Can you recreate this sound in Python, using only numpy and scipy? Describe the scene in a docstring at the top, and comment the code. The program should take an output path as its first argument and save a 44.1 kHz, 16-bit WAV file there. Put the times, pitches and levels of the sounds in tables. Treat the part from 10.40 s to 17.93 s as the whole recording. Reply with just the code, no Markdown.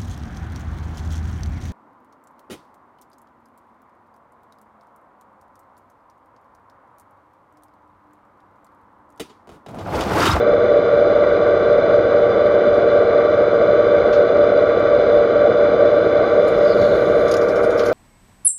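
"""Lathe turning a steel shaft under coolant.

Heard from close above the tool post. The headstock gears whine and rattle, the cut sizzles in the
tool's resonances, coolant hisses and chips tick on the guard. Near the end the thinning chip squeals,
the load eases, the drive speeds up a little and a caught chip scrapes round with the shaft."""
import sys
import numpy as np
from scipy import signal
from scipy.fft import rfft, irfft, next_fast_len
from scipy.io import wavfile
from scipy.ndimage import uniform_filter1d, minimum_filter1d, map_coordinates

SR = 44100
rng = np.random.default_rng(int(sys.argv[2]) if len(sys.argv) > 2 else 0)


def wrap_up_sound(samples):
    """Save the sound to the file named by the first command line argument, as 16-bit audio."""
    columns = np.atleast_2d(samples).T
    # keep every value between -1 and 1, then stretch to whole-number steps
    tamed = np.clip(columns, -1, 1)
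    steps = np.round(tamed * 32767).astype(np.int16)
    wavfile.write(sys.argv[1], SR, steps)


N = 332073
SPINDLE_HZ = 13.7

# drive speed: time_s, tooth_rate_hz
DRIVE_SPEED = [(0, 116.75), (6.3, 116.75), (7.1, 117.65), (7.53, 117.65)]
# spray of coolant and fine chips: time_s, relative_db
SPRAY_LEVEL = [(0, -78.5), (5.0, -75.5), (5.95, -69), (6.35, -61.5), (6.85, -60.5), (7.53, -64)]


def amp(db):
    """Decibels to gain."""
    return 10 ** (np.asarray(db) / 20)


def unit(x):
    """Scale to rms 1."""
    return x / np.sqrt(np.mean(x ** 2) + 1e-20)


def noise():
    """White noise, rms 1."""
    return rng.standard_normal(N)


def curves(rows):
    """Per-sample curve for each column after time_s."""
    time_s, *columns = np.transpose(rows)
    return [np.interp(np.arange(N) / SR, time_s, column) for column in columns]


def wobble(rate_hz):
    """Smooth random curve through rate_hz knots a second."""
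    knots = rng.standard_normal(int(N * rate_hz / SR) + 4)
    coarse = np.arange(0, N, 16)
    return np.interp(np.arange(N), coarse, map_coordinates(knots, [coarse * rate_hz / SR]))


def crackle(rate_hz, spread_db):
    """Random tiny impacts of uneven size, rms 1."""
    hits = rng.random(N) < rate_hz / SR
    return unit(hits * rng.choice([-1, 1], N) * amp(spread_db * np.minimum(noise(), 2)))


def body(x, response):
    """x through a resonant body (rows of freq_hz, gain_db), scaled to rms 1."""
    freq_hz, gain_db = np.transpose(response)
    size = 16384
    bins_hz = np.fft.rfftfreq(size, 1 / SR)
    gain = amp(np.interp(np.log(bins_hz + 1), np.log(freq_hz), gain_db, right=-110))
    cepstrum = irfft(np.log(gain))
    cepstrum[1:size // 2] *= 2  # fold to minimum phase
    cepstrum[size // 2 + 1:] = 0
    ring = irfft(np.exp(rfft(cepstrum)))
    return unit(signal.fftconvolve(np.pad(x, (size - 1, 0), mode="wrap"), ring, "valid"))


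def reflections(x, t60_s, wet_db):
    """Add dense, short echoes from the steel faces all round."""
    t = np.arange(SR // 8) / SR
    tail = rng.standard_normal(len(t)) * amp(-60 * t / t60_s)
    return x + amp(wet_db) * signal.fftconvolve(x, tail / np.linalg.norm(tail))[:N]


def load():
    """Cutting load, 1 to 0; the drive runs slower under it."""
    tooth_hz, = curves(DRIVE_SPEED)
    return np.interp(tooth_hz, [DRIVE_SPEED[0][1], DRIVE_SPEED[-1][1]], [1, 0])


def gear_tone(phase, waver_db):
    """Tone of randomly wavering strength, rms 1."""
    return unit(amp(waver_db * wobble(7)) * np.sin(phase + rng.uniform(0, 2 * np.pi)))


def gear_whine(tooth_phase):
    """Tones geared to one drive: tooth harmonic 4 holds, harmonic 5 throbs and fades with the load."""
    # motor and gear train at cutting speed: pitch_hz, rms_db
    train_tones = [(49.2, -51), (66.1, -58.5), (82.3, -49.5), (98.2, -42), (117.3, -41.5), (281.8, -43),
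                   (294.0, -41), (324.4, -34.5), (353.1, -46), (363.4, -43.5), (379.5, -39), (392.7, -30.5),
                   (405.3, -41.5), (454.5, -35), (480.0, -31), (482.4, -31), (503.2, -27), (547.3, -32),
                   (601.6, -30.5), (603.1, -30.5), (605.4, -31), (619.7, -36.5), (648.7, -30.5),
                   (778.4, -40.5), (1131.0, -44), (1152.9, -43), (1167.4, -36), (1297.6, -41),
                   (1401.0, -38.5), (1452.7, -50.5), (1556.8, -46.5), (1621.5, -48.5), (2335.0, -49),
                   (2724.0, -71), (2996.6, -67.5), (3023.5, -65.5), (3050.3, -64.5), (3076.5, -57),
                   (6099.9, -72)]
    # two gears beating with the loudest mesh: offset_hz, first_swell_s
    beats = [(4.071, .094), (-4.919, .124)]
    # those two against the mesh: relative_db
    beat_levels = [-8, -10]
    t = np.arange(N) / SR
    mesh_phase = 5 * tooth_phase + rng.uniform(0, 2 * np.pi)
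    neighbours = sum(amp(db) * np.sin(mesh_phase + 2 * np.pi * offset_hz * (t - swell_s))
                     for (offset_hz, swell_s), db in zip(beats, beat_levels))
    mesh_db = -18 - 8.5 * (1 - load()) + .9 * wobble(3)
    mesh = np.sqrt(2) * amp(mesh_db) * (np.sin(mesh_phase) + neighbours)
    held = amp(-21) * gear_tone(4 * tooth_phase, waver_db=.6)
    phase_per_hz = tooth_phase / DRIVE_SPEED[0][1]
    train = sum(amp(db) * gear_tone(hz * phase_per_hz, waver_db=1.5) for hz, db in train_tones)
    return mesh + held + train


def gear_rattle(tooth_phase):
    """Teeth clash in uneven bursts, shaking the casting, its covers and the bed."""
    # headstock casting: freq_hz, gain_db
    casting_response = [(12, -48.5), (28, -31.5), (50, -24.5), (100, -21.5), (135, -23), (200, -15),
                        (265, -16.5), (340, -12), (430, -6.5), (520, -5.5), (600, -1), (690, -10),
                        (790, -20.5), (950, -38.5), (1300, -81)]
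    # sheet covers: freq_hz, gain_db
    cover_response = [(600, -40), (830, -8.5), (920, -9), (1060, -6.5), (1160, -0.5), (1320, -3.5),
                      (1520, 0.5), (1680, -15), (1820, -16), (1920, -11), (2150, -10.5), (2340, -14),
                      (2480, -23.5), (3200, -49.5)]
    # lathe bed: freq_hz, gain_db
    bed_response = [(12, -33), (28, -10.5), (48, -3.5), (100, -2.5), (220, 2), (400, -23), (900, -70)]
    clash = amp(2.2 * np.cos(tooth_phase) + 1.4 * wobble(45)) * noise()
    casting = amp(-19.5 + 1.2 * load()) * body(clash, casting_response)
    buzz = amp(.66 * np.cos(tooth_phase) + wobble(60)) * noise()
    covers = amp(-29) * body(buzz, cover_response)
    swell_s, width_s = 6.54, .29  # the bed swells as the cut runs out
    rumble_db = -42.6 + 12 * np.exp(-((np.arange(N) / SR - swell_s) / width_s) ** 2)
    return casting + covers + amp(rumble_db) * body(noise(), bed_response)


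def cut():
    """The chip shears off in dense small fractures that ring tool and shaft, harder once a turn."""
    # strength of the cut: time_s, relative_db
    cut_level = [(0, -42), (4.5, -41.5), (6.9, -40.5), (7.02, -45.5), (7.53, -46)]
    # tool and shaft: freq_hz, gain_db
    tool_response = [(1900, -39), (2600, -22), (2780, -16), (2880, -8), (3180, -18), (3380, -9), (3520, 2),
                     (3700, -13), (4050, -4), (4300, -21.5), (4520, -25), (4730, -11), (5350, -27.5),
                     (6250, -24.5), (6900, -35.5), (7400, -43.5), (9000, -45), (15000, -62.5)]
    cut_db, = curves(cut_level)
    runout_db = .7 * np.sin(2 * np.pi * SPINDLE_HZ * np.arange(N) / SR)
    shear = crackle(rate_hz=6000, spread_db=2) * amp(runout_db + .52 * wobble(40))
    return amp(cut_db - 1.75) * body(shear, tool_response)


def coolant_spray():
    """Coolant hisses off the shaft, louder towards the end of the cut."""
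    # mist hiss: freq_hz, gain_db
    mist_spectrum = [(2000, -22.5), (4500, 3), (6300, 7.5), (8500, -4), (9600, -3.5), (11800, -0.5),
                     (13000, -10.5), (16000, -18)]
    spray_db, = curves(SPRAY_LEVEL)
    spatter = noise() * amp(1.3 * wobble(25) + wobble(160))
    hiss = reflections(spatter, t60_s=.028, wet_db=-.5)
    return amp(spray_db + 5) * body(hiss, mist_spectrum)


def chip_ring(pitch_hz, t60_s, others_db, count):
    """Ring of one curled chip, energy 1: a main mode and count random ones sharing others_db."""
    t = np.arange(SR // 16) / SR
    others_hz = rng.uniform(3000, 12800, (count, 1))
    gains = amp(others_db) * rng.standard_normal((count, 1)) / np.sqrt(count)
    modes = np.sin(2 * np.pi * pitch_hz * t) + np.sum(gains * np.sin(2 * np.pi * others_hz * t), 0)
    ring = modes * amp(-60 * t / t60_s)
    return ring / np.linalg.norm(ring)


def flying_chips():
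    """Fine chips tinkle on the guard, each at its own pitch, ever more often."""
    spray_db, = curves(SPRAY_LEVEL)
    out = np.zeros(N + SR)
    for when, pitch, size in rng.random((600, 3)):
        start = int(np.sqrt(when) * N)
        ring = chip_ring(8400 + 3700 * np.sqrt(pitch), t60_s=.011, others_db=6, count=16)
        level_db = .4 * spray_db[start] - 30 + 16 * size ** 3
        out[start:start + len(ring)] += amp(level_db) * ring
    return reflections(out[:N], t60_s=.08, wet_db=-3)


def chip_contacts(contacts):
    """Gritty bursts of steel on steel, each ringing the chip and knocking the tool post."""
    # rubbing steel chip: freq_hz, gain_db
    grit_spectrum = [(900, -21.5), (2500, -5), (5000, 6.5), (6800, 2), (9000, -10), (12000, -4.5),
                     (13300, -24.5), (15500, -24.5)]
    # tool post: freq_hz, gain_db
    post_response = [(500, -27), (1200, 2), (2200, -0.5), (4000, 1.5), (6500, -11), (8200, -32.5)]
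    t = np.arange(SR // 2) / SR
    grit = body(crackle(rate_hz=3700, spread_db=3.5), grit_spectrum)
    post = body(noise(), post_response)
    out = np.zeros(N + SR)
    for start_s, level_db, rise_s, t60_s, pitch_hz, ring_db, knock_db in contacts:
        start = round(start_s * SR)
        rub = np.roll(grit, -start)[:len(t)]
        knock = np.roll(post, -start)[:len(t)]
        modes = chip_ring(pitch_hz, t60_s=.013, others_db=10, count=24)
        ring = unit(signal.fftconvolve(rub, modes)[:len(t)])
        envelope = np.minimum(t / rise_s, 1) * amp(level_db - 60 * np.maximum(t - rise_s, 0) / t60_s)
        burst = amp(-4.5) * rub + amp(ring_db) * ring + amp(knock_db) * knock
        out[start:start + len(t)] += envelope * burst
    return out[:N]


def chip_strikes():
    """Contact rows for free chips striking; a longer contact starts more softly."""
    # single strikes: start_s, level_db, t60_s, pitch_hz, knock_db
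    strikes = [(2.11, -60, .08, 7250, -17), (3.724, -50.5, .2, 4000, 16), (4.396, -53, .04, 9030, -16),
               (5.455, -50, .06, 6100, -15), (6.075, -42.5, .13, 5300, -12.5), (6.181, -49, .08, 6200, -12),
               (6.405, -45.5, .22, 7300, -6.5), (6.545, -49, .14, 3950, -8), (6.880, -39, 0.084, 6940, -10),
               (6.912, -29.5, 0.067, 6600, -5), (6.938, -31, .055, 6860, -2), (6.965, -34, .08, 5600, -7),
               (7.391, -42, 0.11, 4750, 11.5), (7.433, -42, .09, 5000, -1), (7.458, -37, .1, 6460, -9),
               (7.483, -41, 0.082, 5400, -8)]
    rise_per_t60, ring_db = .041, -3
    return [(start_s, level_db, rise_per_t60 * t60_s, t60_s, pitch_hz, ring_db, knock_db)
            for start_s, level_db, t60_s, pitch_hz, knock_db in strikes]


def stick_slip(track, harmonic, width_hz):
    """Rough, broken band of stick and slip on one harmonic of a gliding pitch."""
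    pitch_hz, level_db = curves(track)
    t = np.arange(N) / SR
    sounding = (t > track[0][0]) & (t < track[-1][0])
    phase = harmonic * 2 * np.pi * np.cumsum(pitch_hz * (1 + .008 * wobble(25))) / SR
    grip = amp(2.8 * wobble(35))
    band = wobble(width_hz) * np.cos(phase) + wobble(width_hz) * np.sin(phase)
    return sounding * amp(level_db) * unit(grip * band)


def chip_squeal():
    """The last of the chip squeals hoarsely, sinking in pitch as it thins."""
    # main squeal: time_s, pitch_hz, level_db
    glide = [(6.16, 5070, -59), (6.28, 4770, -47), (6.41, 4270, -46.5), (6.58, 3900, -49),
             (6.75, 3680, -64)]
    # faint overtones of the chip: time_s, fundamental_hz, level_db
    singing = [(6.25, 2400, -82), (6.42, 2470, -70), (6.68, 2460, -73), (6.90, 2230, -71)]
    overtones = sum(stick_slip(singing, harmonic, width_hz)
                    for harmonic, width_hz in [(3, 430), (4, 350), (5, 350)])
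    return stick_slip(glide, harmonic=1, width_hz=950) + overtones


def caught_chip():
    """Contact rows for a caught chip scraping once a turn; it rings less than a free one."""
    first_s, rise_s, t60_s = 7.009, .006, .16
    pitch_hz, ring_db, knock_db = 5760, -4.5, -13
    return [(first_s + turn / SPINDLE_HZ, -40 + 1.5 * force, rise_s, t60_s,
             pitch_hz * np.exp(.07 * curl), ring_db, knock_db)
            for turn, (force, curl) in enumerate(rng.standard_normal((8, 2)))]


def scene():
    """The lathe from one point above the work, mono."""
    tooth_hz, = curves(DRIVE_SPEED)
    tooth_phase = 2 * np.pi * np.cumsum(tooth_hz) / SR + .02 * wobble(3)  # slight drive flutter
    machine = gear_whine(tooth_phase) + gear_rattle(tooth_phase)
    cutting = cut() + coolant_spray()
    chips = flying_chips() + chip_contacts(chip_strikes() + caught_chip()) + chip_squeal()
    return (machine + cutting + chips)[None]


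def record(dry):
    """Peak limiter, then the microphone's faint hiss, narrow treble notch and band limit."""
    ceiling, top_hz = .84, 15760
    notch_hz, width_hz, depth_db = 7820, 270, -17.5
    needed_gain = np.minimum(1, ceiling / (np.abs(dry[0]) + 1e-9))
    held_gain = minimum_filter1d(needed_gain, size=800)
    gain = uniform_filter1d(uniform_filter1d(held_gain, size=400), size=400)
    sound = dry[0] * gain + amp(-82) * noise()
    size = next_fast_len(N + SR // 2, True)
    bins_hz = np.fft.rfftfreq(size, 1 / SR)
    notch = amp(depth_db * np.exp(-((bins_hz - notch_hz) / width_hz) ** 2))
    return irfft(rfft(sound, size) * notch * (bins_hz < top_hz), size)[None, :N]


dry = scene()
out = record(dry)
wrap_up_sound(out)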